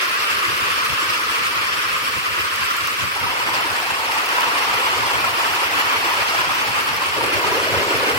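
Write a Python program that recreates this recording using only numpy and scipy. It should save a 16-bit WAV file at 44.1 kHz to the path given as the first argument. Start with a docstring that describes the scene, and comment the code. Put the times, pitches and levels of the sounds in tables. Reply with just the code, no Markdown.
"""Under an eave beside a field, in steady rain, with a rope of roof water splattering on the ground.
Far rain blends into a wash; the runoff adds splats, slaps and the ring of trapped air bubbles.
Fine spray and near drops tick, light wind rumbles on the two microphone ports, and a few faint
chirps peep through. The low mids start thin and open in two steps, so the rush grows fuller."""
import sys
import numpy as np
from scipy import signal
from scipy.fft import rfft, irfft, next_fast_len
from scipy.io import wavfile
from scipy.ndimage import uniform_filter1d

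SR = 44100
rng = np.random.default_rng(int(sys.argv[2]) if len(sys.argv) > 2 else 0)


def transcribe(signal):
    """Save signal, clipped to [-1, 1], as a 16-bit WAV file at the path in sys.argv[1]."""
    frames = np.atleast_2d(signal).T
    limited = np.clip(frames, -1, 1)
    pcm = np.round(limited * 32767).astype(np.int16)
    wavfile.write(sys.argv[1], SR, pcm)


N = 360738
TIME = np.arange(N) / SR

# How hard the water falls. Each row: time in seconds, relative level in dB.
WATER_FLOW = [(0, -24.5), (1.25, -25), (1.95, -25.5), (2.25, -27), (2.7, -25.5), (3.2, -27.5), (3.6, -26),
              (4.12, -26.5), (4.4, -24), (5.3, -25), (5.8, -24), (6.4, -24.5), (7.1, -26.5), (7.4, -25),
              (8.18, -24.6)]
# The tone of the rush. Each row: frequency in Hz, gain in dB.
WATER_EQ = [(60, -43), (200, -12.5), (290, -4), (380, -3), (520, -1), (690, -6.5), (800, -4), (930, -1.4),
            (1240, 0.24), (1480, -3), (2200, -4.5), (2650, -3.5), (3300, -8), (3900, -15), (4400, -11.5),
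            (5350, -14), (6400, -21.5), (15500, -30)]
# The water's stereo image. Each row: frequency in Hz, likeness of the ports 0-1, left lead in radians.
PORT_IMAGE = [(200.0, 0.31, -0.1), (400.0, 0.85, 0.1), (600.0, 0.74, -0.0), (800.0, 0.43, 1.3),
              (1000.0, 0.4, 1.6), (1250.0, 0.31, 2.6), (1700.0, 0.42, 3.5), (2050.0, 0.31, 3.8),
              (2250.0, 0.29, 4.4), (2700.0, 0.29, 4.2), (3400.0, 0.33, 2.9), (3900.0, 0.23, -0.1),
              (4800.0, 0.19, -2.6), (6000.0, 0.08, 0.4), (7000.0, 0.1, -0.2), (8000.0, 0.55, -0.0),
              (15000.0, 0.57, 0.0)]
# The tone of the wind. Each row: frequency in Hz, gain in dB.
RUMBLE_EQ = [(20, -22), (45, -15), (65, -7.5), (86, 1.5), (120, -1), (170, -7.5), (260, -9), (600, -56)]
# The breeze on the ports. Each row: time in seconds, relative level in dB.
BREEZE = [(0, -58), (.5, -44.5), (.9, -43.5), (1.35, -49), (2.1, -44), (2.8, -47), (3.5, -43.5), (4.1, -49),
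          (4.7, -49), (5.15, -40), (5.5, -46.5), (6.05, -46.5), (6.5, -42.5), (7.7, -41), (8.18, -40)]
# Puffs that thump the ports. Each row: centre in seconds, relative level in dB, half width in seconds.
WIND_PUFFS = [(3.04, -37, 0.052), (3.24, -37.5, 0.03), (7.25, -39, 0.043), (7.465, -40, .04),
              (7.76, -35, 0.07)]
# The right port out of the wind. Each row: start in seconds, end in seconds, dip in dB.
LEE_SPELLS = [(-.3, 1.93, -19), (3.75, 4.73, -24)]
# Near drops. Each row: start in seconds, relative level in dB.
NEAR_DROPS = [(0.4783, -29), (0.7402, -20), (2.559, -14), (2.7656, -11), (2.8573, -21), (2.8728, -13),
              (3.5344, -15), (4.2587, -14), (4.2894, -15), (4.4078, -13), (5.7977, -17), (7.2628, -15),
              (7.9717, -16)]
# The tone of a near drop. Each row: frequency in Hz, gain in dB.
DROP_EQ = [(800, -23), (3000, -8), (5000, 2), (10000, -2), (15500, 1)]
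# Heavier slaps of runoff. Each row: start in seconds, relative level in dB.
RUNOFF_SLAPS = [(1.09, -15), (3.5374, -15), (6.2796, -14)]
# The tone of a slap. Each row: frequency in Hz, gain in dB.
SLAP_EQ = [(2000, -20), (4000, 3), (5000, 6), (7000, -17), (15000, -20)]
# The loudest glugs. Each row: start in seconds, relative level in dB, starting pitch in Hz.
RUNOFF_GLUGS = [(3.264, -16.5, 940), (3.398, -18.5, 955), (3.534, -22, 1020), (3.641, -18, 920),
                (4.09, -18, 893), (4.164, -19, 907), (4.382, -14, 990), (5.029, -15.5, 942),
                (5.24, -12.5, 1335), (6.411, -20, 970), (7.205, -13.5, 923), (7.519, -18, 990),
                (7.669, -18, 630), (7.909, -17, 947), (8.028, -18, 542)]
# Faint chirps. Each row: start in seconds, starting pitch in Hz.
RISING_CHIRPS = [(5.04, 2950), (5.2, 2180), (5.305, 2660), (6.44, 2880)]
# The low shelf. Each row: start in seconds, corner in Hz, depth in dB, ring pitch in Hz, ring lift in dB.
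SHELF_STEPS = [(0, 1055, -11.8, 1150, 1.5), (3.16, 690, -8.5, 1000, 1.2), (7.16, 270, -4, 430, 2.8)]


def gain_of(db):
    """Decibels to amplitude."""
    return 10 ** (np.asarray(db) / 20)


def unit_rms(x):
    """Scales to rms 1."""
    return x / np.sqrt(np.mean(abs(x) ** 2) + 1e-20)


def at_hz(rows, hz, column=1):
    """One column of a spectrum table, on a log-frequency axis."""
    table = np.transpose(rows)
    return np.interp(np.log(hz + 1), np.log(table[0] + 1), table[column])


def at_time(rows, t):
    """A level curve at the times t."""
    return np.interp(t, *np.transpose(rows))


def spectra(x):
    """Short-time spectra: Hz as a column, frame times, channels x bins x frames."""
    hz, t, bands = signal.stft(x, SR, nperseg=1024, noverlap=768)
    return hz[:, None], t, bands


def waves(bands):
    """Short-time spectra back to sound."""
    return signal.istft(bands, nperseg=1024, noverlap=768)[1][..., :N]


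def coloured(x, eq):
    """Shapes x with an EQ curve, at rms 1."""
    size = next_fast_len(x.shape[-1])
    gain = gain_of(at_hz(eq, np.fft.rfftfreq(size, 1 / SR)))
    return unit_rms(irfft(rfft(x, size) * gain, size)[..., :x.shape[-1]])


def drift(t, slow_hz, fast_hz, count=60):
    """Random wandering of rms 1 between two rates."""
    hz = slow_hz * (fast_hz / slow_hz) ** ((np.arange(count) + rng.random(count)) / count)
    coarse = np.linspace(0, N / SR, 4096)
    sines = np.sin(2 * np.pi * (hz[:, None] * coarse + rng.random((count, 1))))
    return np.interp(t, coarse, unit_rms(sines.sum(0)))


def place(track, start_s, sound):
    """Mixes a sound into the track at its cue."""
    part = track[..., round(start_s * SR):][..., :sound.shape[-1]]
    part += sound[..., :part.shape[-1]]


def impacts(per_s, spread_db):
    """Water lands in random clicks, most small and a few large; per_s counts one channel."""
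    out = np.zeros(2 * N)
    moment, size, sign = rng.random((int(2 * per_s * N / SR), 3)).T
    strength = gain_of(spread_db * np.minimum(-np.log(1 - size), 5))
    out[(moment * len(out)).astype(int)] = np.sign(sign - .5) * strength
    return unit_rms(out.reshape(2, N))


def bubbles(per_s, low_hz, high_hz, decay_cycles, rise, count=24):
    """Air trapped in the puddle rings briefly, rising in pitch."""
    t, out = np.arange(2048) / SR, np.zeros((2, N))
    for hz in np.geomspace(low_hz, high_hz, count):
        age = t * hz / decay_cycles
        ring = np.exp(-age) * np.sin(2 * np.pi * hz * t * (1 + rise * np.minimum(age, 5)))
        for moment, side, size in rng.random((int(per_s * N / SR / count), 3)):
            out[int(2 * side), int(moment * (N - len(t))):][:len(t)] += ring * size ** 2 * np.sqrt(hz)
    return unit_rms(out)


def water(level_db=6, sparkle_db=2, flicker_db=3.0, gush_db=0.58, surge_db=0.47):
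    """Far rain fuses into a wash; the runoff adds splats and bubbles and arrives in uneven gushes."""
    splats = gain_of(-8) * impacts(per_s=5000, spread_db=3.0)
    froth = gain_of(-19) * bubbles(per_s=1200, low_hz=1508, high_hz=7190, decay_cycles=10.3, rise=0.025)
    gurgle = gain_of(-21) * bubbles(per_s=170, low_hz=298.8, high_hz=1359, decay_cycles=4.3, rise=0.0062)
    pings = gain_of(-24) * bubbles(per_s=70, low_hz=943, high_hz=3310, decay_cycles=24.4, rise=0.0085)
    wash = rng.standard_normal((2, N))
    hz, t, (left, other) = spectra(unit_rms(wash + splats + froth + gurgle + pings))
    # sound from all sides reaches the spaced ports only partly alike
    likeness = np.clip(at_hz(PORT_IMAGE, hz), 0, 1) ** 1.17
    lag = at_hz(PORT_IMAGE, hz, column=2)
    right = (likeness * left + np.sqrt(1 - likeness ** 2) * other) * np.exp(-1j * lag)
    bands = np.array([left, right]) * gain_of(at_hz(WATER_EQ, hz))
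    bands /= np.std(waves(bands))
    # narrow bands sparkle briefly, and the treble flickers in wider patches
    fine, wide = rng.standard_normal((2, *left.shape))
    fine = unit_rms(uniform_filter1d(uniform_filter1d(fine, size=3, axis=1), size=2, axis=0))
    wide = unit_rms(uniform_filter1d(uniform_filter1d(wide, size=6, axis=1), size=14, axis=0))
    treble = at_hz([(4500, 0.19), (9000, 0.97)], hz)
    patches_db = sparkle_db * fine + flicker_db * treble * wide
    # the top follows the flow less than the body does
    flow_db = at_time(WATER_FLOW, t)
    swell_db = (flow_db - flow_db.mean()) * (1 - 0.2 * treble)
    gushes_db = gush_db * (1 + treble) * drift(t, slow_hz=6, fast_hz=34.94)
    # the rope of water wobbles, so the splatter surges several times a second
    gushes_db += surge_db * drift(t, slow_hz=2.5, fast_hz=12)
    return waves(bands * gain_of(level_db + flow_db.mean() + swell_db + patches_db + gushes_db))


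def spray(level_db=-44, per_s=300, decay_s=0.0025, crossfeed=0.37, colours=16):
    """Fine droplets land close by as short bright ticks in a range of colours."""
    t, out = np.arange(512) / SR, np.zeros((2, N))
    for hz in np.geomspace(7500, 15500, colours):
        hiss = coloured(rng.standard_normal(len(t)), [(hz / 2, -26), (hz, 0), (hz * 2, -30)])
        tick = unit_rms(hiss * np.exp(-t / decay_s))
        out += signal.oaconvolve(impacts(per_s / colours, spread_db=3.0), tick[None])[:, :N]
    return gain_of(level_db) * unit_rms(out + crossfeed * out[::-1])


def wind(breeze_db=2.5, lump_db=4.0, puff_db=3.0, right_db=-2, lee_fade_s=0.2):
    """Eddies push on each port separately, in lumps; the right port is at times in the lee."""
    eddies = coloured(rng.standard_normal((2, N)), RUMBLE_EQ)
    lumps = unit_rms(gain_of(lump_db * drift(TIME, slow_hz=3.5, fast_hz=15)))
    breeze = gain_of(breeze_db + at_time(BREEZE, TIME)) * lumps
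    puffs = sum(gain_of(db + puff_db) * np.exp(-((TIME - centre) / width) ** 2)
                for centre, db, width in WIND_PUFFS)
    lee_db = sum(db * np.clip(np.minimum(TIME - start, end - TIME) / lee_fade_s + .5, 0, 1)
                 for start, end, db in LEE_SPELLS)
    pan = gain_of([np.zeros(N), right_db + lee_db])
    pan /= np.sqrt(np.mean(pan ** 2, axis=0))  # constant power
    return np.hypot(breeze, puffs) * pan * eddies


def drops(trim_db=-10.5, crack_s=0.0017, spray_db=-13, spray_s=0.013):
    """A near drop cracks on the ground and throws a little spray."""
    t, out = np.arange(2048) / SR, np.zeros(N)
    envelope = np.exp(-t / crack_s) + gain_of(spray_db) * np.exp(-t / spray_s)
    for start, db in NEAR_DROPS:
        hiss = coloured(rng.standard_normal(len(t)), DROP_EQ)
        place(out, start, gain_of(db + trim_db) * envelope * hiss)
    return out


def slaps(trim_db=-12, swell_s=0.0092):
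    """A lump of water bursts on the ground in a short bright hiss."""
    t, out = np.arange(4096) / SR, np.zeros((2, N))
    envelope = t / swell_s * np.exp(1 - t / swell_s)
    for start, db in RUNOFF_SLAPS:
        hiss = coloured(rng.standard_normal((2, len(t))), SLAP_EQ)
        place(out, start, gain_of(db + trim_db) * envelope * hiss)
    return out


def glugs(trim_db=-4, swell_s=0.0053, rise=0.48):
    """Large air pockets under the stream swell, ring and rise a little in pitch."""
    t, out = np.arange(4096) / SR, np.zeros((2, N))
    envelope = t / swell_s * np.exp(1 - t / swell_s)
    for start, db, hz in RUNOFF_GLUGS:
        lag = np.array([[0], [at_hz(PORT_IMAGE, hz, column=2) / 2]])
        ring = np.sin(2 * np.pi * (hz * t * (1 + rise * t) + rng.random()) - lag)
        place(out, start, gain_of(db + trim_db) * envelope * ring)
    return out


def chirps(level_db=-31, rise_hz_per_s=9000, length_s=0.074):
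    """Faint rising chirps peep through the rush."""
    t, out = np.arange(0, length_s, 1 / SR), np.zeros(N)
    envelope = gain_of(level_db) * np.sin(np.pi * t / length_s)
    for start, hz in RISING_CHIRPS:
        place(out, start, envelope * np.sin(2 * np.pi * t * (hz + rise_hz_per_s * t / 2)))
    return out


def centred(x, passes=2):
    """Both ears get nearly the same level in each narrow band; the width lies in the phase."""
    for _ in range(passes):
        bands = spectra(x)[2]
        power = abs(uniform_filter1d(abs(bands) ** 2, size=4, axis=1)) + 1e-20
        x = waves(bands * np.sqrt(power.mean(0) / power))
    return x


def thinned(x, steepness=18, ring_width=0.2):
    """A steep low shelf that steps lower and shallower, with a hollow ring above its corner."""
    hz, t, bands = spectra(x)
    start, corner_hz, depth_db, ring_hz, ring_db = np.transpose(SHELF_STEPS)
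    step = np.maximum(np.searchsorted(start, t, side="right") - 1, 0)
    passed = 1 - 1 / (1 + (hz / corner_hz[step]) ** steepness)
    ring = gain_of(ring_db[step] * np.exp(-((hz / ring_hz[step] - 1) / ring_width) ** 2))
    return waves(bands * np.sqrt(passed * ring ** 2 + (1 - passed) * gain_of(depth_db[step]) ** 2))


def scene():
    """The water bed and its close details go through the shelf; the wind sits underneath, uncut."""
    bed = centred(water() + slaps())
    return thinned(bed + glugs() + spray() + drops() + chirps()) + wind()


def record(dry, cutoff_hz=15900):
    """The recorder's band limit shaves off the very top."""
    lowpass = signal.firwin(701, cutoff_hz, window=("kaiser", 9), fs=SR)
    return signal.oaconvolve(dry, lowpass[None], "same")


dry = scene()
out = record(dry)
transcribe(out)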